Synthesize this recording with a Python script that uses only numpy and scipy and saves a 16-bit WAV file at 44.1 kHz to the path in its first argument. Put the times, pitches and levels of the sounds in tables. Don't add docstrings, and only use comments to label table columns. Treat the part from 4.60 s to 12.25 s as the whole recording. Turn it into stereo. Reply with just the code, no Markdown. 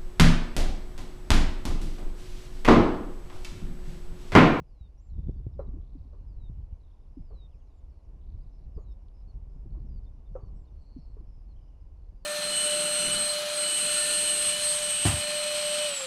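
import sys
import numpy as np
from scipy import signal
from scipy.fft import rfft, irfft, next_fast_len
from scipy.io import wavfile
from scipy.ndimage import uniform_filter1d, map_coordinates

SR = 44100
rng = np.random.default_rng(int(sys.argv[2]) if len(sys.argv) > 2 else 0)


def materialize(psi):
    bounded = np.clip(np.atleast_2d(psi).T, -1, 1)
    quanta = np.round(bounded * 32767).astype(np.int16)
    wavfile.write(sys.argv[1], SR, quanta)


N = 337365
TIME = np.arange(N) / SR
MEAN_GUST_DB = -43

# frequency in Hz, relative level in dB.
HISS_COLOUR = [(900, 5.5), (1800, 0.5), (2400, 4), (2650, 2.5), (2880, 4), (3120, -2), (4200, -2.5),
               (5200, -1), (6200, -4.5), (7500, -9.5), (9700, -13), (10600, -7), (12300, -17.5)]
BREEZE_COLOUR = [(100, -1.5), (250, 4.5), (430, 0), (700, -4), (1050, -8.5), (1300, -18), (1700, -25),
                 (3000, -41.5)]
RUMBLE_COLOUR = [(12, -13.5), (24, -2), (38, 1.5), (55, -4), (75, -7.5), (100, -23.5), (150, -34.5),
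                 (300, -62)]
FLUTTER_COLOUR = [(50, -22.5), (90, 5), (130, -2), (190, -10), (280, -19), (400, -24.5), (700, -51),
                  (1200, -74.5), (4000, -120)]
ECHO_COLOUR = [(200, -9.5), (400, 16), (560, 8), (800, -0.5), (1150, 3), (1500, -15), (1900, -22),
               (3000, -33.5), (5000, -58.5)]
# time in seconds, level offset in dB.
BREEZE_SWELL = [(0, -1.5), (.75, -1), (1.05, 0), (5.2, 1.5), (7.65, 0)]
# time in seconds, level in dB.
GUST_CURVE = [(0.0, -43.5), (0.46, -49), (0.61, -33.5), (0.78, -39), (1.08, -37.5), (1.25, -42),
              (1.92, -39), (2.15, -45), (2.27, -47.5), (2.62, -43), (3.1, -47.5), (3.38, -48.5),
              (3.52, -40), (3.65, -46.5), (3.76, -40.5), (3.92, -45.5), (4.2, -39), (4.52, -48),
              (4.7, -38.5), (4.86, -41), (5.28, -38), (5.66, -45), (5.85, -37.5), (6.3, -44.5),
              (7.0, -44.5), (7.65, -47.5)]

# start and length in seconds, then level, swell and halfway dip in dB.
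FALLING_WHISTLES = [(0.071, 0.21, -72.5, 2, 0), (1.679, 0.21, -71, -1.5, 8), (2.65, 0.22, -62.5, 10, -1),
                    (4.148, 0.196, -77.5, -10, 8)]
# fraction of the length, level offset in dB.
WHISTLE_ENVELOPE = [(0, -11), (.4, -12.5), (.62, -4.5), (.8, -1), (.95, -5), (1, -7.5)]
# start and length in seconds, first, top and last pitch in Hz,
# level and swell in dB.
THIN_CALLS = [(.398, .11, 5800, 7440, 6980, -82, -7), (2.982, .11, 6400, 6600, 5000, -90.5, 4),
              (3.128, .07, 6900, 7500, 6850, -90, 16), (3.77, .12, 8300, 8600, 8250, -99, 3),
              (4.88, 0.097, 7000, 7650, 6600, -97, 11), (5.94, .11, 6900, 7900, 7280, -88, 1),
              (6.192, .097, 7040, 7930, 7400, -96, -4), (6.46, .09, 7000, 8100, 7500, -98, 0)]
# start and length in seconds, pitch and glide in Hz, level in dB.
HELD_NOTES = [(.378, .023, 5740, 60, -74.5), (.756, 0.037, 4620, -300, -84),
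              (0.989, 0.042, 4080, -60, -80.5), (1.065, .014, 3920, 2, -81),
              (3.807, 0.035, 4800, 700, -81.5), (4.19, 0.054, 6760, 100, -83),
              (4.305, .025, 5320, 160, -78), (4.676, 0.042, 4370, -60, -73),
              (5.299, 0.09, 4780, -420, -77.5), (5.462, .022, 3640, 150, -76),
              (5.656, 0.027, 3640, 0, -79.5), (5.808, 0.084, 4530, -100, -80.5),
              (6.052, .01, 4360, 400, -78), (6.072, .02, 3700, -70, -80), (6.59, .022, 4430, -350, -84),
              (6.885, .046, 4300, -150, -79), (7.205, .017, 5100, 280, -83),
              (7.568, 0.084, 4700, -450, -85)]
# start and length in seconds, first and last pitch in Hz, level in dB.
DOWN_CHIRPS = [(.92, 0.044, 5500, 4800, -85), (.936, .0093, 4150, 3520, -77),
               (1.933, .026, 3500, 2450, -85), (2.017, .03, 3400, 2280, -85.5),
               (2.112, 0.041, 3440, 2190, -86), (2.913, 0.04, 3620, 2330, -80.5),
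               (3.0, 0.0294, 3580, 2700, -84), (3.295, .02, 6050, 4750, -82), (3.37, .042, 4650, 4050, -87),
               (3.448, .02, 6100, 5100, -87), (4.482, .006, 5860, 2700, -70.5),
               (5.436, .022, 5400, 4150, -80), (5.86, .036, 6250, 5000, -84.5),
               (6.109, 0.057, 6400, 4750, -89), (6.377, .03, 6200, 5450, -86)]
# start and length in seconds, level and swell in dB.
RIPPLE_TRILLS = [(.497, 0.37, -81.5, -9.5), (2.199, 0.29, -83.5, -9), (3.071, .2, -85.5, -3)]
RATTLE_TRILLS = [(1.2055, .39, -79.5, -10), (3.6035, .45, -80.5, -8)]
# start and length in seconds, first pitch, last pitch and
# pip sweep in Hz, pip length in seconds, level and swell in dB.
PIP_TRILLS = [(5.105, 0.13, 4330, 4360, 780, 0.0044, -75, 0), (6.962, 0.25, 3120, 2780, 250, .013, -84, -7),
              (7.373, .125, 4370, 4230, 700, 0.0045, -80, 2)]
# start and length in seconds, beats per second,
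# pitch, glide and vibrato swing in Hz, level in dB.
SOFT_WARBLES = [(.228, .12, 60, 4600, 200, 130, -86), (2.555, .15, 79, 5100, -3, 80, -83),
                (2.895, 0.083, 85, 5040, -3, 60, -85), (3.298, .07, 66, 4400, -150, 80, -86),
                (3.918, 0.076, 58, 5220, 50, 130, -78.5), (4.54, 0.092, 62, 5130, -100, 190, -77.5),
                (4.895, .095, 52, 5180, 0, 140, -86), (5.255, .057, 54, 5340, 0, 160, -83),
                (5.72, 0.1, 60, 6300, 601, 100, -86), (5.948, 0.054, 80, 5450, 200, 250, -80.5),
                (6.382, .085, 52, 5160, 0, 160, -79), (6.66, 0.2, 49, 5150, -350, 220, -78.5),
                (6.995, .105, 57, 5060, 0, 140, -81)]
HARD_BUZZ = [(6.128, 0.45, 140, 4340, 0, 75, -68.5)]

# start in seconds, crack level in dB, pitch ratio, echo level in dB.
FAR_KNOCKS = [(.992, -26.5, 1.06, -45), (1.529, -53.5, 1.12, -59.5), (2.704, -55, 1.2, -55.5),
              (4.175, -39.5, .83, -54.5), (5.144, -77, 1.25, -59), (5.753, -27, 1.014, -46.5),
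              (6.566, -52.5, 0.81, -60.5)]
# frequency in Hz at pitch ratio 1, level in dB, seconds to fall 60 dB.
KNOCK_RING = [(445, -11.5, 0.09), (494.3, 8.5, 0.027), (751, -15.5, 0.056), (937, -19, 0.045),
              (1190, -17.5, 0.027), (1300, -20.5, 0.048)]
# start in seconds, thud in dB, thud pitch in Hz, click in dB.
LOW_THUMPS = [(0.012, -41, 166, -57), (0.209, -32.5, 60, -75), (.58, -44, 142, -43.5),
              (.589, -32.5, 142, -41.5), (0.684, -28, 167, -36), (.692, -26.5, 132, -26),
              (.865, -25.5, 108, -32), (1.896, -34.5, 130, -47.5), (2.126, -28, 59, -68),
              (3.745, -34.5, 85, -51), (4.165, -26.5, 50, -69), (5.83, -34.5, 95, -60)]
# start in seconds, level in dB, pitch in Hz.
SOFT_BUMPS = [(1.136, -42, 293), (1.165, -46, 340), (1.35, -42, 290), (1.449, -53.5, 268),
              (2.569, -37.5, 286), (5.054, -52, 358), (5.17, -47, 337), (5.24, -49.5, 226),
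              (6.362, -37, 277), (6.607, -52, 342)]


def from_db(db):
    return 10 ** (np.asarray(db) / 20)


def unit_rms(x):
    return x / np.sqrt(np.mean(x ** 2) + 1e-20)


def automation(curve):
    return np.interp(TIME, *np.transpose(curve))


def progress(length_s):
    return np.linspace(0, 1, max(int(length_s * SR), 8))


def add(out, start, sound):
    at = max(round(start * SR), 0)
    out[at:at + len(sound)] += sound[:max(N - at, 0)]


def noise(colour):
    size = next_fast_len(N)
    hz = np.maximum(np.fft.rfftfreq(size, 1 / SR), 1)
    points_hz, db = np.transpose(colour)
    skirts = 1 / np.hypot(1, (points_hz[0] / hz / 2) ** 2) / np.hypot(1, (hz / points_hz[-1] / 2) ** 2)
    gain = from_db(np.interp(np.log(hz), np.log(points_hz), db)) * skirts
    return unit_rms(irfft(rfft(rng.standard_normal(size)) * gain, size)[:N])


def drift(rate_hz):
    size = next_fast_len(N)
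    hz = np.fft.rfftfreq(size, 1 / SR)
    return unit_rms(irfft(rfft(rng.standard_normal(size)) / (1 + (hz / rate_hz) ** 2), size)[:N])


def levelled(x, span_s):
    return x / np.sqrt(uniform_filter1d(x ** 2, max(int(span_s * SR), 2)) + 1e-6)


def field_breeze(rush_db=-68.5, gust_follow=0.14, hiss_db=-83.5):
    gust_lift_db = gust_follow * (automation(GUST_CURVE) - MEAN_GUST_DB)
    rush = from_db(rush_db + gust_lift_db + automation(BREEZE_SWELL)) * noise(BREEZE_COLOUR)
    return rush + from_db(hiss_db) * noise(HISS_COLOUR)


def whistle(hz, db, edge_s=0.0015):
    fades = signal.windows.tukey(len(hz), min(2 * edge_s * SR / len(hz), 1))
    return np.sin(2 * np.pi * np.cumsum(hz) / SR) * from_db(db) * fades


def far_chatter(db=-94, centre_hz=5150, spread_hz=560, glide_hz=400, swing_hz=170, beats_per_s=55):
    out, count = np.zeros(N), 150
    timings, voices = rng.random((count, 2)), rng.standard_normal((count, 3))
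    for (when, size), (pitch, glide, accent_db) in zip(timings, voices):
        u = progress(0.013 + 0.081 * size)
        vibrato = swing_hz * np.sin(2 * np.pi * beats_per_s * TIME[:len(u)])
        hz = centre_hz + spread_hz * pitch + glide_hz * glide * (u - .5) + vibrato
        add(out, when * N / SR, whistle(hz, db + accent_db))
    return out


def thin_calls(leap_s=0.022, sag_power=1.8):
    out = np.zeros(N)
    for start, length_s, first_hz, top_hz, last_hz, db, swell_db in THIN_CALLS:
        u = progress(length_s)
        leap_hz = np.interp(u * length_s, [0, leap_s], [first_hz, top_hz])
        sag = np.maximum((u * length_s - leap_s) / (length_s - leap_s), 0) ** sag_power
        add(out, start, whistle(leap_hz + (last_hz - top_hz) * sag, db + swell_db * (u - .5)))
    return out


def held_notes(arch_hz=70, swell_db=4, flick_hz=170, flick_s=.005):
    out = np.zeros(N)
    for start, length_s, hz, glide_hz, db in HELD_NOTES:
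        u = progress(length_s)
        droop_hz = arch_hz * (2 * u - 1) ** 2 + flick_hz * np.exp((u - 1) * length_s / flick_s)
        add(out, start, whistle(hz + glide_hz * (u - .5) - droop_hz, db + swell_db * (u - .5)))
    return out


def chirps(bend=0.76):
    out = np.zeros(N)
    for start, length_s, first_hz, last_hz, db in DOWN_CHIRPS:
        hz = first_hz * (last_hz / first_hz) ** (progress(length_s) ** bend)
        add(out, start, whistle(hz, db))
    return out


def falling_whistles(first_hz=5200, rest_hz=3250, sink=1.72, dip_width=0.2):
    out = np.zeros(N)
    for start, length_s, db, swell_db, dip_db in FALLING_WHISTLES:
        u = progress(length_s)
        hz = rest_hz + (first_hz - rest_hz) * np.exp(-sink * u)
        dip = np.exp(-((u - .5) / dip_width) ** 2)
        envelope_db = np.interp(u, *np.transpose(WHISTLE_ENVELOPE)) - dip_db * dip
        add(out, start, whistle(hz, db + swell_db * (u - 1) + envelope_db))
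    return out


def pips(starts, pitches_hz, levels_db, sweep_hz, pip_s, jitter_db=1.3, jitter_s=0.00019, jitter_hz=40):
    out = np.zeros(N)
    sweep = sweep_hz * (progress(pip_s) - .5)
    for start, hz, db in zip(starts, pitches_hz, levels_db):
        soft, late, sharp = rng.standard_normal(3)
        add(out, start + jitter_s * late, whistle(hz + jitter_hz * sharp + sweep, db - jitter_db * soft))
    return out


def paired_trills(rows, pairs_per_s, first_hz, rest_hz, settle_s, sweep_hz, pip_s,
                  twin_s, twin_hz, onset_db, onset_lag_s=0, twin_db=-0.5):
    out = np.zeros(N)
    for start, length_s, db, swell_db in rows:
        t = np.arange(0, length_s, 1 / pairs_per_s)
        unsettled = np.exp(-t / settle_s)
        starts = start + t + onset_lag_s * unsettled ** 2
        hz = rest_hz + (first_hz - rest_hz) * unsettled
        level_db = db + swell_db * (t / length_s - .5) + onset_db * unsettled ** 2
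        out += pips(starts, hz, level_db, sweep_hz, pip_s)
        out += pips(starts + twin_s, hz + twin_hz, level_db + twin_db, sweep_hz, pip_s)
    return out


def trills(single_pips_per_s=43.3):
    out = paired_trills(RIPPLE_TRILLS, pairs_per_s=30, first_hz=4220, rest_hz=3670, settle_s=0.027,
                        sweep_hz=430, pip_s=0.009, twin_s=.012, twin_hz=-220, onset_db=-1)
    out += paired_trills(RATTLE_TRILLS, pairs_per_s=34.6, first_hz=3470, rest_hz=4260, settle_s=0.073,
                         sweep_hz=-1700, pip_s=0.00634, twin_s=.009, twin_hz=-34, onset_db=-5,
                         onset_lag_s=.009)
    for start, length_s, first_hz, last_hz, sweep_hz, pip_s, db, swell_db in PIP_TRILLS:
        t = np.arange(0, length_s, 1 / single_pips_per_s)
        u = t / length_s
        hz = first_hz + (last_hz - first_hz) * u
        out += pips(start + t, hz, db + swell_db * (u - .5), sweep_hz, pip_s)
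    return out


def buzzes(rows, throb, fade_db, rate_wander=0.02, rough_hz=70, sharpness=1.9):
    out, wander, tremble = np.zeros(N), drift(9.2), drift(130)
    for start, length_s, beats_per_s, hz, glide_hz, swing_hz, db in rows:
        u = progress(length_s)
        span = int(start * SR) + np.arange(len(u))
        beat = 2 * np.pi * np.cumsum(beats_per_s * (1 + rate_wander * wander[span])) / SR
        tremolo = (1 - throb * (1 - np.cos(beat)) / 2) ** sharpness
        pitch_hz = hz + glide_hz * (u - .5) + swing_hz * np.sin(beat) + rough_hz * tremble[span]
        add(out, start, tremolo * whistle(pitch_hz, db - fade_db * (2 * u - 1) ** 2))
    return out


def across_field(song, waver_db=1.3, waver_hz=45, jitter_s=.000018, scatter_db=-17, scatter_t60=0.075):
    t = TIME[:SR // 2]
    tail = rng.standard_normal(len(t)) * from_db(-60 * t / scatter_t60)
    scattered = signal.fftconvolve(song, tail / np.linalg.norm(tail))[:N]
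    direct = map_coordinates(song, [(TIME + jitter_s * drift(waver_hz)) * SR], order=3)
    return direct * from_db(waver_db * drift(waver_hz)) + from_db(scatter_db) * scattered


def far_knocks(attack_s=0.0038, bounce_cycles=2.725, bounce_db=-3, dull_hz=1900,
               echo_attack_s=0.0032, early_t60=0.17, late_t60=0.82, late_db=-13):
    cracks, echo_envelope, t = np.zeros(N), np.zeros(N), TIME[:SR]
    strongest_mode_hz = KNOCK_RING[1][0]
    echo_decay = from_db(-60 * t / early_t60) + from_db(late_db - 60 * t / late_t60)
    for start, db, pitch, echo_db in FAR_KNOCKS:
        ring = sum(from_db(mode_db - 60 * t / t60) * np.sin(2 * np.pi * hz * pitch * t)
                   for hz, mode_db, t60 in KNOCK_RING)
        crack = from_db(db) * ring * (1 - np.exp(-t / attack_s))
        add(cracks, start, crack)
        add(cracks, start + bounce_cycles / (strongest_mode_hz * pitch), from_db(bounce_db) * crack)
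        add(echo_envelope, start, from_db(echo_db) * echo_decay * (1 - np.exp(-t / echo_attack_s)))
    cracks = signal.sosfilt(signal.butter(2, dull_hz, fs=SR, output="sos"), cracks)
    return cracks + echo_envelope * noise(ECHO_COLOUR)


def jolt(db, hz, peak_s, sag=.18, sag_s=0.027):
    t = TIME[:SR // 5]
    pitch_hz = hz * (1 - sag * (1 - np.exp(-t / sag_s)))
    envelope = t / peak_s * np.exp(1 - t / peak_s)
    return -from_db(db) * envelope * np.sin(2 * np.pi * np.cumsum(pitch_hz) / SR)


def thumps_and_bumps(click_lag_s=0.0012, rebound_s=0.0219, rebound_pitch=0.587, rebound_db=-4,
                     dull_hz=620):
    out = np.zeros(N)
    for start, thud_db, hz, click_db in LOW_THUMPS:
        add(out, start, jolt(thud_db, hz, peak_s=0.0042))
        add(out, start + click_lag_s, jolt(click_db, hz=278, peak_s=0.00084))
    for start, db, hz in SOFT_BUMPS:
        add(out, start, jolt(db, hz, peak_s=.0055))
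        add(out, start + rebound_s, jolt(db + rebound_db, hz * rebound_pitch, peak_s=.0055))
    return signal.sosfilt(signal.butter(3, dull_hz, fs=SR, output="sos"), out)


def wind_on_port(rumble_trim_db=-0.07, eddy_db=2.5, eddy_hz=9,
                 flutter_db=-57.5, gust_follow=1.77, lump_db=3.5, lump_hz=25):
    gust_db = automation(GUST_CURVE)
    buffet_db = eddy_db * drift(eddy_hz)
    rumble = from_db(gust_db + buffet_db + rumble_trim_db) * levelled(noise(RUMBLE_COLOUR), span_s=0.08)
    flutter = levelled(noise(FLUTTER_COLOUR) * from_db(lump_db * drift(lump_hz)), span_s=0.14)
    flutter_gain = from_db(flutter_db + gust_follow * (gust_db - MEAN_GUST_DB) + buffet_db)
    return rumble + flutter_gain * flutter


def scene(master_gain=2):
    song = thin_calls() + held_notes() + chirps() + falling_whistles() + trills()
    song += buzzes(SOFT_WARBLES, throb=0.31, fade_db=6.5)
    song += buzzes(HARD_BUZZ, throb=0.92, fade_db=15.5)
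    wind = wind_on_port() + field_breeze()
    birds = across_field(song + far_chatter())
    mix = wind + birds + far_knocks() + thumps_and_bumps()
    return np.array([np.zeros(N), master_gain * mix])


def record(dry, self_noise_db=-93.0, cutoff_hz=12300):
    wet = dry + from_db(self_noise_db) * rng.standard_normal((2, N))
    return signal.sosfilt(signal.ellip(10, .1, 70, cutoff_hz, fs=SR, output="sos"), wet)


dry = scene()
out = record(dry)
materialize(out)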